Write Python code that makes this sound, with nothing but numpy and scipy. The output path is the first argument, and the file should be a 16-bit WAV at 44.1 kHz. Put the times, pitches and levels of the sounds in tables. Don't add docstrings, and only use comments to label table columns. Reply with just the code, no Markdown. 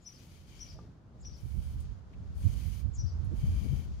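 import sys
import numpy as np
from scipy import signal
from scipy.fft import rfft, irfft
from scipy.io import wavfile
from scipy.ndimage import uniform_filter1d, map_coordinates

SR = 44100
rng = np.random.default_rng(int(sys.argv[2]) if len(sys.argv) > 2 else 0)


def dump_mix(stems):
    frames = np.atleast_2d(stems).T
    limited = np.clip(frames, -1, 1)
    pcm = np.round(limited * 32767).astype(np.int16)
    wavfile.write(sys.argv[1], SR, pcm)


N = 176400

# pitch_hz, relative_db
RUMBLE_TONE = [(20,-23.5),(50,-0.5),(140,-1),(260,-12),(1400,-39),(15500,-72)]
# pitch_hz, relative_db
BREEZE_TONE = [(200,10),(1400,-1.5),(2200,-14),(6000,-20.5),(16000,-46)]
# time_s, level_db
BREEZE_LEVELS = [(0,-67.5),(1.05,-65),(1.75,-62),(2.95,-62),(3.18,-57.5),(4,-61.5)]
# start_s, end_s, rasp_db, hiss_db, hiss_side_db, ring_depth (multiplies the boost_db below)
STROKES = [(0.005,0.49,-67.5,-71.5,1.5,0.66),(0.41,0.782,-64,-71.5,1.5,1.03),(1.312,1.835,-72.5,-68,0,1.9),(2.326,2.858,-61.5,-63.5,6,0.87),(3.3,3.898,-62,-66,2,1.36)]
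# pitch_hz, width_hz, boost_db
BRUSH_RINGS = [(2300,380,10),(3100,340,9.5),(4680,450,5),(6400,650,6.5)]
# pitch_hz, relative_db
RASP_TONE = [(600,-8),(1900,-5.5),(4600,-3),(6800,-6.5),(8200,-15.5),(14000,-32)]
# pitch_hz, relative_db
HISS_TONE = [(4000,-8.5),(8500,-2.5),(9700,1.5),(12400,-3),(14000,-2),(15600,-8.5)]
# time_s, level_db
RUSTLE_LEVELS = [(0,-75),(.8,-72),(1.05,-88.5),(1.3,-70.5),(1.85,-69.5),(2.03,-81),(2.25,-76),(4,-69.5)]
# start_s, length_s, level_db, lead_relative_db, close_relative_db, main_pitch_hz
CHIRPS = [(0.058,0.034,-44.5,-24,-16,5870),(0.6,0.043,-44.5,-27,-9.5,5790),(1.244,0.0474,-48.5,-16,-10,5810),(2.981,0.042,-46.5,-7.5,-10,5835)]
# delay_s, relative_db
WALL_ECHOES = [(.054,-16),(.112,-18)]
# time_s, left_db, right_db
WIND_LEVELS = [(0,-70,-70.5),(.75,-52,-48),(1.07,-72,-78),(1.26,-41.5,-48.5),(1.39,-54.5,-59),(1.58,-47,-31),(1.76,-36,-32.5),(1.94,-45.5,-38),(2.03,-57.5,-49.5),(2.32,-44,-43.5),(2.45,-33,-31.5),(2.72,-58,-30),(2.92,-40.5,-38),(3.06,-30,-36.5),(3.2,-43,-30.5),(3.42,-33,-29.5),(3.66,-26.5,-40),(4,-42,-36.5)]
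# pitch_hz, relative_db
WIND_TONE = [(20,-30),(35,-9.5),(55,7),(85,6),(130,-6),(200,-14.5),(500,-51),(3000,-85)]
# pitch_hz, relative_db
ROUGH_TONE = [(90,-32),(210,-1.5),(450,-13.5),(2000,-49.5)]
# peak_s, half_length_s, level_db, side_db, pitch_hz
SWIRLS = [(1.453,0.022,-39,-17,88),(1.915,0.015,-35,-18.5,66),(2.464,0.026,-29,-19,89),(3.046,0.035,-36,16.5,80.6),(3.329,0.019,-39.5,-18.5,155),(3.448,0.018,-34,17.5,128),(3.656,0.015,-38.5,13,169),(3.729,0.016,-34,19,129)]
# start_s, length_s, pitch_hz, level_db
HOOTS = [(0.741,0.05,633,-59.5),(1.117,0.089,622,-66.5)]
# pitch_hz, relative_db, fade_s (time to drop 60 dB)
KNOCK_RINGS = [(554,-4,0.039),(785,15.5,0.005),(1184,-5,0.075)]
# start_s, decay_s, pitch_hz, level_db
SNAGS = [(1.249,0.013,3200,-63),(1.803,0.021,8450,-61.5),(2.132,0.016,2400,-64.5),(3.247,0.017,9400,-69)]

HAIRS_PER_S, DRIFT_HZ = 11000, 7.2
RASP_RISE_S, HISS_RISE_S, LIFT_S, HISS_SWEEP_DB = 0.13, 0.099, 0.055, 11
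LEAD_S, CLOSE_S, CLOSE_AFTER_S, ECHO_FADE_S = 0.055, 0.061, 0.072, 0.4
BUZZ_RATE_HZ, BUZZ_DEPTH_HZ, WAVER_HZ = 160, 110, 264.5
FLUTTER_DB, STRONG_WIND_DB = 3.5, -27.5
KNOCK_START_S, KNOCK_RISE_S, KNOCK_DB = 0.7893, 0.00087, -47.5

TIME_S = np.arange(N) / SR
PITCHES_HZ = np.arange(N // 2 + 1) * SR / N


def gain(db):
    return 10 ** (np.asarray(db) / 20)


def curve(rows, column=1):
    rows = np.array(rows)
    return np.interp(TIME_S, rows[:, 0], rows[:, column])


def pan(side_db):
    return gain(np.array([[1], [-1]]) * side_db / 2)


def noise(channels=2):
    return rng.standard_normal((channels, N))


def shape(sound, tone):
    hz, db = np.array(tone).T
    tone_db = np.interp(np.log(PITCHES_HZ + 1), np.log(hz), db)
    shaped = irfft(rfft(sound) * gain(tone_db), N)
    return shaped / np.std(shaped)


def stereo(three, shared):
    return np.sqrt(shared) * three[0] + np.sqrt(1 - shared) * three[1:]


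def wander(rate_hz):
    wobble = irfft(rfft(rng.standard_normal(N)) * np.exp(-(PITCHES_HZ / rate_hz) ** 2), N)
    return wobble / np.std(wobble)


def garden():
    rumble_db = -56 + 3.3 * wander(rate_hz=3.3)
    rumble = gain(rumble_db) * shape(stereo(noise(channels=3), shared=0.96), RUMBLE_TONE)
    return rumble + gain(curve(BREEZE_LEVELS)) * shape(noise(), BREEZE_TONE)


def hair_clicks():
    size = gain(2 * rng.exponential(size=(3, N)))
    slips = rng.random((3, N)) < HAIRS_PER_S / SR
    return slips * size * np.sign(noise(channels=3))


def teeth_rasp(ring_depth):
    boost_db = sum(db / (1 + (2 * (PITCHES_HZ - hz) / width) ** 2) for hz, width, db in BRUSH_RINGS)
    clicks = stereo(hair_clicks(), shared=0.15)
    ringing = irfft(rfft(clicks) * gain(ring_depth * boost_db), N)
    rasp = shape(ringing, RASP_TONE)
    position = np.cumsum(1 + 0.007 * wander(DRIFT_HZ))
    return np.array([map_coordinates(side, [position], mode="mirror") for side in rasp]) * pan(7.5)


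def hair_hiss():
    spectrum = rfft(shape(hair_clicks()[1:], HISS_TONE))
    band = np.minimum(PITCHES_HZ // 2000, 7)
    return sum(irfft(spectrum * (band == k), N) * gain(1.1 * wander(DRIFT_HZ)) for k in np.unique(band))


def contact(start, end, rise_s):
    sink = np.sin(np.pi / 2 * np.clip((TIME_S - start) / rise_s, 0, 1)) ** 2
    return sink * np.clip((end - TIME_S) / LIFT_S, 0, 1)


def brush():
    rustle = gain(curve(RUSTLE_LEVELS))
    rasp = rustle * teeth_rasp(ring_depth=0.17)
    hiss_level = rustle * gain(-14)
    for start, end, rasp_db, hiss_db, side_db, ring_depth in STROKES:
        along = np.clip(2 * (TIME_S - start) / (end - start) - 1, -1, 1)
        rasp_swell = contact(start, end, RASP_RISE_S) * gain(rasp_db - 4 * along ** 2)
        hiss_swell = contact(start, end, HISS_RISE_S) * gain(hiss_db - 5 * along ** 2)
        rasp = rasp + rasp_swell * teeth_rasp(ring_depth)
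        hiss_level = np.hypot(hiss_level, hiss_swell * pan(side_db - HISS_SWEEP_DB * along / 2))
    hiss = hiss_level * hair_hiss()
    drag = gain(0.92 * wander(rate_hz=22))
    return drag * (rasp + hiss)


def whistle(start, length, middle_hz, arch_hz=0, slide_hz=0, wobble_hz=0):
    along = np.clip(2 * (TIME_S - start) / length - 1, -1, 1)
    pitch_hz = middle_hz - arch_hz * along ** 2 + slide_hz * along / 2 + wobble_hz
    phase = 2 * np.pi * np.cumsum(pitch_hz) / SR
    return (1 - along ** 2) * (np.sin(phase) + gain(-36.5) * np.sin(2 * phase))


def garden_echo(sound):
    tail = noise() * np.exp(-np.log(1000) * TIME_S / ECHO_FADE_S)
    return signal.fftconvolve(sound[None], tail / np.linalg.norm(tail[0]), axes=1)[:, :N]


def bird():
    waver = WAVER_HZ * wander(rate_hz=300)
    buzz = BUZZ_DEPTH_HZ * np.sin(2 * np.pi * BUZZ_RATE_HZ * TIME_S) + waver
    rough_buzz = buzz + waver * wander(rate_hz=900)
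    lead = main = close = 0
    for start, length, db, lead_db, close_db, hz in CHIRPS:
        fade_in = np.clip(2 * (TIME_S - start + LEAD_S) / LEAD_S, 0, 1)
        falling = whistle(start - LEAD_S, LEAD_S, middle_hz=7000, slide_hz=-700, wobble_hz=rough_buzz)
        upper = whistle(start, length, hz, arch_hz=135, slide_hz=-140, wobble_hz=0.14 * waver)
        lower = whistle(start - length / 2, 2 * length, middle_hz=5520, arch_hz=650, wobble_hz=waver)
        blurred = whistle(start + CLOSE_AFTER_S, CLOSE_S, middle_hz=5290, arch_hz=1200, wobble_hz=buzz)
        lead = lead + gain(db + lead_db) * fade_in * falling
        main = main + gain(db) * (upper + gain(-12.5) * lower)
        close = close + gain(db + close_db) * blurred
    direct = lead + main + close / np.sqrt(2)
    echo = garden_echo(lead / np.sqrt(2) + main + close)
    walls = sum(gain(db) * np.interp(TIME_S - delay, TIME_S, main) for delay, db in WALL_ECHOES)
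    return (direct + walls + gain(-4.5) * echo) * pan(4.5)


def churning_air(tone, smooth_s=0.08):
    air = shape(noise(), tone)
    power = uniform_filter1d(air ** 2, int(smooth_s * SR))
    power = uniform_filter1d(power, int(smooth_s * SR / 2))
    return air / np.sqrt(power)


def wind(fall_db_per_octave=19.5):
    level_db = np.array([curve(WIND_LEVELS, side) + FLUTTER_DB * wander(rate_hz=10) for side in (1, 2)])
    thumps = 0
    for peak, half_length, db, side_db, hz in SWIRLS:
        swell = np.exp(-((TIME_S - peak) / half_length) ** 2)
        tone = [(hz / 4, -2 * fall_db_per_octave), (hz, 0), (hz * 2 ** 10, -10 * fall_db_per_octave)]
        thumps = thumps + gain(db) * pan(side_db) * swell * churning_air(tone)
    rough = gain(-58 + 1.07 * (level_db - STRONG_WIND_DB)) * shape(noise(), ROUGH_TONE)
    return gain(level_db) * churning_air(WIND_TONE) + rough + thumps


def hoots():
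    return sum(gain(db) * whistle(start, length, hz) for start, length, hz, db in HOOTS)


def knock():
    age = np.maximum(TIME_S - KNOCK_START_S, 0)
    ring = sum(gain(KNOCK_DB + db) * np.sin(2 * np.pi * hz * age) * np.exp(-np.log(1000) * age / fade_s)
               for hz, db, fade_s in KNOCK_RINGS)
    return ring * np.minimum(age / KNOCK_RISE_S, 1)


def snags(fall_db_per_octave=17):
    ticks = 0
    for start, decay_s, hz, db in SNAGS:
        fade = (TIME_S > start) * np.exp(-np.abs(TIME_S - start) / decay_s)
        tone = [(hz / 4, -2 * fall_db_per_octave), (hz, 0), (hz * 4, -2 * fall_db_per_octave)]
        ticks = ticks + gain(db) * fade * shape(noise(), tone)
    return ticks * pan(3.2)


def scene():
    return brush() + snags() + knock() + bird() + hoots() + wind() + garden()


def record(dry):
    top_hz = 15650
    return signal.sosfilt(signal.ellip(10, 0.2, 70, top_hz, fs=SR, output="sos"), dry)


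dry = scene()
out = record(dry)
dump_mix(out)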